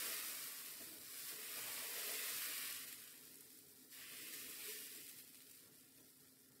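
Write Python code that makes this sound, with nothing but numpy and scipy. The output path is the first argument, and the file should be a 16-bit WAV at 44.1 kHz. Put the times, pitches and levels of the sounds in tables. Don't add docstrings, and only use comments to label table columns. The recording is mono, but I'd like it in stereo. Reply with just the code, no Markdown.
import sys
import numpy as np
from scipy import signal
from scipy.fft import rfft, irfft, next_fast_len
from scipy.io import wavfile
from scipy.ndimage import uniform_filter1d, map_coordinates

SR = 44100
rng = np.random.default_rng(int(sys.argv[2]) if len(sys.argv) > 2 else 0)


def elevation(decibels):
    levels = np.asarray(decibels, float)
    return 10 ** (levels / 20)


def pcm_store(signal):
    levels = np.round(np.clip(np.atleast_2d(signal), -1, 1) * 32767)
    wavfile.write(sys.argv[1], SR, levels.astype(np.int16).T)


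N = 291060
SETTING_DB_PER_S = -1.6
HALVES = np.array([[0.5], [-0.5]])


def evened(x):
    return x / np.sqrt(np.mean(x ** 2) + 1e-20)


def curves(rows):
    s, *columns = np.transpose(rows)
    return [np.interp(np.arange(N) / SR, s, column) for column in columns]


def coloured(x, points):
    f, db = np.transpose(points)
    size = next_fast_len(N)
    hz = np.minimum(np.fft.rfftfreq(size, 1 / SR), 15000)
    z = rfft(x, size)
    z = z / np.sqrt(uniform_filter1d(abs(z) ** 2, size=400) + 1e-20)
    gain = elevation(np.interp(np.log(hz + 1), np.log(f + 1), db))
    return evened(irfft(z * gain, size)[..., :N])


def resonate(x, hz, width):
    pole = np.exp((2j * np.pi * hz - np.pi * width) / SR)
    return evened(signal.lfilter([1], [1, -2 * pole, pole ** 2], x + 0j).real)


def drift(hz):
    points = rng.standard_normal(400)
    t = np.arange(0, N + 50, 50) / SR
    slow = map_coordinates(points, [t * 2 * hz], order=3, mode="wrap")
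    return evened(np.interp(np.arange(N) / SR, t, slow))


# frequency in Hz, left-right correlation (0 to 1).
LIKENESS = [(60, 0.15), (180, 0.6), (350, .65), (640, 0.3), (1400, 0.15), (3100, 0), (15000, 0)]


def pair():
    size = next_fast_len(N)
    a, b = rfft(rng.standard_normal((2, size)))
    f, value = np.transpose(LIKENESS)
    same = np.interp(np.log(np.fft.rfftfreq(size, 1 / SR) + 1), np.log(f), value)
    same = np.clip(same, -1, 1)
    return irfft([a, same * a + np.sqrt(1 - same ** 2) * b], size)[:, :N]


def walls(x, wet_db, t60, count=4):
    t, out = np.arange(5000) / SR, x.copy()
    place = 2 * np.pi * np.cumsum(3.0 * (1 + 0.32 * drift(2.099))) / SR
    for k in range(count):
        taps = rng.choice([-1., 1.], (2, 5000)) * (rng.random((2, 5000)) < 0.1)
        taps *= elevation(-60 * t / t60) * (t > 0.001)
        taps /= np.linalg.norm(taps, axis=1, keepdims=True)
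        share = np.cos(place / 2 + np.pi * k / count) * np.sqrt(2 / count)
        out += elevation(wet_db) * signal.oaconvolve(x * share, taps, axes=1)[:, :N]
    return out


# time in seconds, vigour in dB, bubble coarseness in dB.
BOILING = [(0.0, -44, -10.5), (0.15, -45.5, -9), (0.6, -51, -11.5), (1.0, -55, -13), (1.2, -51, -12.5),
           (1.5, -49, -8), (2.3, -45.5, -7.5), (2.7, -48, -7), (3.12, -59.5, -10), (3.4, -61.5, -14),
           (3.885, -64.5, -17.5), (3.93, -57.5, -10), (4.03, -56.5, -3), (4.35, -52, -8), (4.48, -53.5, -7),
           (4.73, -49, -9), (5.3, -63.5, -11), (6.6, -68, -16.5)]


def boiling():
    return curves(BOILING)


# frequency in Hz, level in dB per Hz.
ROOM_SPECTRUM = [(12, -61), (20, -50), (87, -9), (156, -7), (192, -15.5), (253, -4.5), (369, -14),
                 (409, -6.5), (561, -19.5), (1010, -22.5), (1220, -24.5), (1380, -15), (1500, -22.5),
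                 (1850, -16.5), (3000, -47), (3900, -57), (6600, -120)]
# frequency in Hz, waver in Hz, level in dB.
FAN = [(263, .6, -79)]


def kitchen():
    t_step = 2 * np.pi / SR
    line = 0
    for hz, waver, db in FAN:
        line = line + elevation(db) * np.sqrt(2) * np.sin(t_step * np.cumsum(hz + waver * drift(2.4)))
    murmur = coloured(pair(), ROOM_SPECTRUM)
    bottom = signal.sosfiltfilt(signal.butter(2, 110, fs=SR, output="sos"), murmur)
    lumpy = murmur + (elevation(4.3 * drift(6) - 3.0) - 1) * bottom
    return elevation(-72 + 1.72 * drift(7)) * lumpy + line


# frequency in Hz, width in Hz, level in dB.
LOWEST_MODES = [(237.5, 29, 0), (309, 73, 6)]
MIDDLE_PLATE_MODES = [(426.2, 40, 0.97), (482.8, 22.5, -4.1)]
UPPER_PLATE_MODES = [(612.4, 78, 1), (657.3, 65, 0.72)]
TOP_PLATE_MODES = [(762, 32, 1.3), (851, 30, 2.3), (933, 32, 3), (983, 32, 3.6)]
# level in dB of first middle, upper, lowest, top, second middle modes.
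SIMMER = [-84, -79.5, -83.5, -80, -86.5]
# start in seconds, length in seconds, force in dB,
# upper modes in relative dB, lowest modes in relative dB.
DRAGS = [(-0.05, 0.25, -60, -6.5, -7.5), (0.18, 0.25, -71.5, -0.5, 0.5), (0.777, 0.11, -70.5, 0.5, 7),
         (0.83, 0.26, -77, -3, 7.5), (1.11, 0.086, -64.5, -26, -19), (1.28, 0.26, -67, -8, -4.5),
         (1.54, 0.51, -69.5, 2.5, -6), (1.948, 0.26, -59, -4, -21), (2.186, 0.16, -65, -0.5, -22),
         (2.435, 0.12, -67.5, -1, -1), (2.78, 0.24, -83, -15, 3), (3.216, 0.75, -77, -25, -2),
         (3.965, 0.13, -85.5, 8, 13.5), (4.088, 0.12, -68.5, -4, -9), (4.55, 0.23, -83, 4, 8),
         (4.176, 0.39, -70.5, -8, 2), (4.637, 0.15, -59, -21, -11), (4.74, 0.37, -71, -43, -4),
         (5.683, 0.21, -79, -7.5, -0.5), (5.97, 0.088, -82, 2.5, 8), (6.324, 0.086, -78, -5, -4)]


def spreader():
    grip_s, lift_s = 0.06, 0.15
    t = np.arange(0, N, 60) / SR
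    damping_db = np.array([[0], [1], [0], [1], [0]]) * SETTING_DB_PER_S * t
    vigour_db = boiling()[0][::60]
    power = elevation(np.array(SIMMER)[:, None] + damping_db + 0.83 * (vigour_db + 56.5)) ** 2
    for s, length, db, upper_db, low_db in DRAGS:
        touch = np.minimum((t - s) / grip_s + 0.5, (s + length - t) / lift_s + 0.5)
        touch = np.clip(touch, 0, 1)
        top_db, second_db = -3 + 1.83 * upper_db, 0.7 * upper_db
        share_db = np.array([[-2], [upper_db], [low_db], [top_db], [second_db]])
        power = power + (elevation(db + share_db) * touch ** 2) ** 2
    rub = pair() * elevation(1.9 * drift(22))
    groups = (MIDDLE_PLATE_MODES[:1], UPPER_PLATE_MODES, LOWEST_MODES, TOP_PLATE_MODES,
              MIDDLE_PLATE_MODES[1:])
    out = 0
    for group_power, modes in zip(power, groups):
        ring = evened(sum(elevation(db) * resonate(rub, hz, width) for hz, width, db in modes))
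        out = out + np.interp(np.arange(N) / SR, t, np.sqrt(group_power)) * ring
    return out


# time in seconds, peak in dB, low part in relative dB.
BURSTS = [(0.6604, -40.9, -7.8), (0.7388, -36.3, -11.3), (0.8442, -41.4, -12.8), (1.7426, -36.7, -11.4),
          (2.1174, -33.3, -8.9), (2.5807, -34.5, -8.8), (2.7254, -33.3, -14.7), (2.9269, -38.4, -11.4),
          (3.0187, -44.8, -7.7), (3.0395, -37.5, -14.7), (3.0765, -46.6, -5.6), (3.0828, -46.4, -10.5),
          (3.1075, -45.9, -10.1), (3.126, -46.9, -16.8), (3.1785, -47.2, -10.0), (3.2537, -43.3, -20.7),
          (3.3162, -45.5, -13.6), (3.3432, -44.7, -17.0), (3.3562, -44.6, -20.1), (3.3706, -45.8, -15.9),
          (3.3844, -45.6, -18.0), (3.408, -38.5, -14.0), (3.4575, -49.3, -18.2), (3.5039, -45.3, -13.2),
          (3.5185, -49.2, -14.5), (3.5295, -47.8, -17.8), (3.572, -47.1, -16.0), (3.5885, -46.9, -16.0),
          (3.7737, -51.5, -14.8), (4.3376, -39.7, -10.1), (5.0343, -42.2, -18.0), (5.067, -39.2, -8.9),
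          (5.0794, -42.5, -6.3), (5.089, -40.6, -17.4), (5.0951, -44.8, -12.0), (5.1129, -44.7, -15.0),
          (5.1639, -44.3, -13.9), (5.1869, -45.9, -14.3), (5.2772, -47.3, -13.1), (5.2868, -52.1, -12.3),
          (5.346, -47.4, -3.9), (5.356, -42.9, -8.5), (5.3703, -50.4, -7.8), (5.4049, -45.2, -6.3),
          (5.4178, -51.4, -9.4), (5.4687, -50.5, -9.0), (5.497, -48.0, -8.9), (5.5127, -44.5, -19.3),
          (5.55, -49.4, -12.0), (5.6608, -48.8, -16.6), (5.7536, -53.9, -15.2), (5.7837, -51.6, -9.5),
          (5.9668, -50.3, -15.6), (5.9823, -51.3, -9.7), (6.0115, -54.8, -12.9), (6.0811, -54.9, -17.2),
          (6.1028, -50.7, -10.6), (6.4133, -56.0, -10.3), (6.4858, -49.6, -18.5), (6.5206, -51.6, -15.4)]


def pops():
    strays, stray_db, stray_low_db = 120, -59, -15
    out, t = np.zeros((2, N + 900)), np.arange(800) / SR
    when, size = rng.random((strays, 2)).T
    at = (when * (N - 1)).astype(int)
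    peak_db = stray_db + 0.6 * (boiling()[0][at] + 60) + 8 * size
    rows = list(BURSTS) + list(np.transpose([at / SR, peak_db, np.full(strays, stray_low_db)]))
    noise = rng.standard_normal((len(rows), 2, 2, 800))
    noise[:, :, 1] += 1.2 * np.roll(noise[:, :, 0], shift=4, axis=-1)
    noise[:, :, 1] /= np.hypot(1, 1.2)
    pans_db = -4 + 2 * rng.standard_normal(len(rows))
    high = signal.butter(3, [6500, 17000], "band", fs=SR, output="sos")
    low = signal.butter(2, [2000, 6000], "band", fs=SR, output="sos")
    shape = np.exp(-t / 0.00015) + 0.2 * np.exp(-t / 0.005)
    brights = signal.sosfilt(high, shape * noise[:, 0])
    dulls = signal.sosfilt(low, shape * noise[:, 1])
    for (s, db, low_db), pan_db, bright, dull in zip(rows, pans_db, brights, dulls):
        tick = bright / abs(bright).max() + elevation(low_db + 4) * dull / abs(dull).max()
        start = round(s * SR)
        out[:, start:start + 800] += elevation(db + 3 + HALVES * pan_db) * tick
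    return walls(out[:, :N], -9.0, 0.35, count=2)


def bubbles(per_s, spread_db, burst_s, alike, count=12):
    size = elevation(spread_db * np.minimum(rng.exponential(1, N), 5)) * (rng.random(N) < per_s / SR)
    size /= np.sqrt(per_s)
    patch, t, out = rng.integers(0, count, N), np.arange(128) / SR, np.zeros((2, N))
    for k in range(count):
        puff = rng.standard_normal((2, 128)) * np.exp(-t / burst_s)
        puff[1] += alike * np.roll(puff[0], shift=5)
        puff /= np.linalg.norm(puff, axis=1, keepdims=True)
        out += signal.oaconvolve((size * (patch == k))[None], puff, axes=1)[:, :N]
    return evened(out)


# frequency in Hz, level in dB per Hz.
FIZZ_SPECTRUM = [(2060, -24.5), (3500, -5), (5140, -1), (5980, -3), (6290, -5.5), (7600, -1), (11000, 1),
                 (12800, 4.5), (14500, 1.5), (15700, 1)]
# frequency in Hz, level in dB per Hz.
BOIL_SPECTRUM = [(470, -71), (800, -31), (845, -18), (917, -22.5), (1070, -7), (1640, -4.5), (1860, 0.5),
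                 (2270, -1), (2470, 0.5), (2670, -1.5), (2900, -1), (5050, -8.5), (5580, -22),
                 (7000, -19.5), (9100, -32), (15400, -120)]
# middle in seconds, length in seconds, level in dB.
STEAM_POCKETS = [(0.864, 0.026, -1), (1.108, 0.021, 0), (1.294, 0.034, 2), (3.015, 0.016, 1),
                 (3.27, .08, 0.5), (3.595, 0.056, 0.5), (5.032, 0.11, 1), (5.097, 0.016, 4.5),
                 (5.202, 0.043, 4), (5.37, 0.075, 2.5), (5.428, 0.021, 3.5), (5.44, 0.03, -2.5),
                 (5.525, 0.37, 1.5), (5.705, 0.051, -3), (5.97, 0.03, 1), (6.415, 0.19, -1.5),
                 (4.168, 0.09, 0.5), (3.872, 0.021, -0.5), (4.332, 0.032, 2.5), (4.427, 0.019, 0),
                 (4.84, 0.033, 0), (4.897, 0.032, -1.5), (5.118, 0.035, 1.5), (5.222, 0.028, -1),
                 (5.292, 0.039, 1), (5.324, 0.033, -2), (5.403, 0.022, -3), (5.498, .02, 0.5),
                 (5.584, .04, 1), (3.344, .02, 0), (3.794, 0.027, 0.5), (2.767, 0.023, 1),
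                 (2.972, 0.028, -3), (3.952, .05, 1), (3.903, .025, -1), (2.861, .02, -2.5)]
# time in seconds, left minus right in dB.
BATTER_PAN = [
    (0, 0),
    (2.2, 0),
    (2.8, 0),
    (4.7, -1),
    (5.3, 0),
    (6.6, -1),
]


def sizzle():
    t = np.arange(N) / SR
    fizz_db, boil_db = boiling()
    for s, length, db in STEAM_POCKETS:
        fizz_db = fizz_db + db * np.exp(-(2 * (t - s) / length) ** 2)
    pan_db = curves(BATTER_PAN)[0]
    flicker_db = 0.5 * drift(8) + 0.31 * drift(25)
    swarm = elevation(0.6 * (fizz_db + 56))
    fizz = walls(bubbles(7000 * swarm, 2.3, 0.00018, 0.019), -6, 0.11)
    fizz = coloured(fizz, FIZZ_SPECTRUM) * elevation(0.13 * drift(13))
    boil = walls(bubbles(8000 * swarm, 2.57, 0.0004, 0.54), -2.5, 0.09)
    boil = coloured(boil, BOIL_SPECTRUM) * elevation(boil_db + 0.19 * drift(12))
    deep = signal.sosfiltfilt(signal.butter(3, 1730, fs=SR, output="sos"), boil)
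    boil = boil + (elevation(4.5 + SETTING_DB_PER_S * t) - 1) * deep
    return elevation(fizz_db + flicker_db + HALVES * pan_db) * (elevation(5.5) * fizz + elevation(5.0) * boil)


def scene():
    return kitchen() + spreader() + pops() + sizzle()


# frequency in Hz, left minus right in dB.
MICROPHONE_LEAN = [(290, -0.5), (640, 0), (1410, -1.0), (3100, 1.5), (5000, -.5), (9000, -2), (13000, 0.4)]
# frequency in Hz, margin in dB.
GAP_MARGIN = [(40, 14), (250, 17), (850, 8), (1300, 8.5), (2600, 6.3), (3500, 5.8), (4500, 6.3),
              (5600, 6), (6300, 8.5), (7000, 7.5), (9000, 10), (14000, 15), (15500, 25)]


def gapped(x, depth_db):
    edge_hz, bottom_hz, bottom_margin_db = 15740, 100, 3
    lead = 1024 - 413
    x = np.pad(x, ((0, 0), (lead, 0)))
    hz, t, z = signal.stft(x, SR, nperseg=2048, noverlap=1024)
    z = z * elevation(HALVES * np.interp(hz, *np.transpose(MICROPHONE_LEAN)))[..., None]
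    power = uniform_filter1d((abs(z) ** 2).mean(0), size=7, axis=0) + 1e-20
    octaves = np.log2(hz + 300)
    reach = np.exp(-((octaves[:, None] - octaves) / 0.6) ** 2)
    neighbours = reach @ power / reach.sum(1, keepdims=True)
    under_db = 10 * np.log10(neighbours / power)
    under_db -= np.interp(hz, *np.transpose(GAP_MARGIN))[:, None]
    loud_db = 10 * np.log10(power.sum(0))
    under_db += 0.1 * np.minimum(loud_db.max() - loud_db, 22)
    patches = uniform_filter1d(rng.standard_normal(power.shape), size=7, axis=0)
    under_db += 2.3 * evened(patches)
    bottom = hz < bottom_hz
    hum_power = power[(hz > 200) & (hz < 600)].mean(0)
    hum_db = 10 * np.log10(hum_power / (abs(z[:, bottom]) ** 2).mean((0, 1)))
    wavering_db = uniform_filter1d(hum_db + 4 * evened(patches[0]), size=4)
    under_db[bottom] = wavering_db - np.median(hum_db) - bottom_margin_db
    kept = elevation(-depth_db / (1 + np.exp(-np.clip(under_db / 0.4, -30, 30))))
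    z = z * kept * (hz < edge_hz)[:, None]
    return signal.istft(z, SR, nperseg=2048, noverlap=1024)[1][:, lead:][:, :N]


def band_limit(x):
    return signal.sosfilt(signal.butter(12, 16970, fs=SR, output="sos"), x)


def record(dry):
    thinned = gapped(dry, 30)
    return band_limit(thinned)


dry = scene()
out = record(dry)
pcm_store(out)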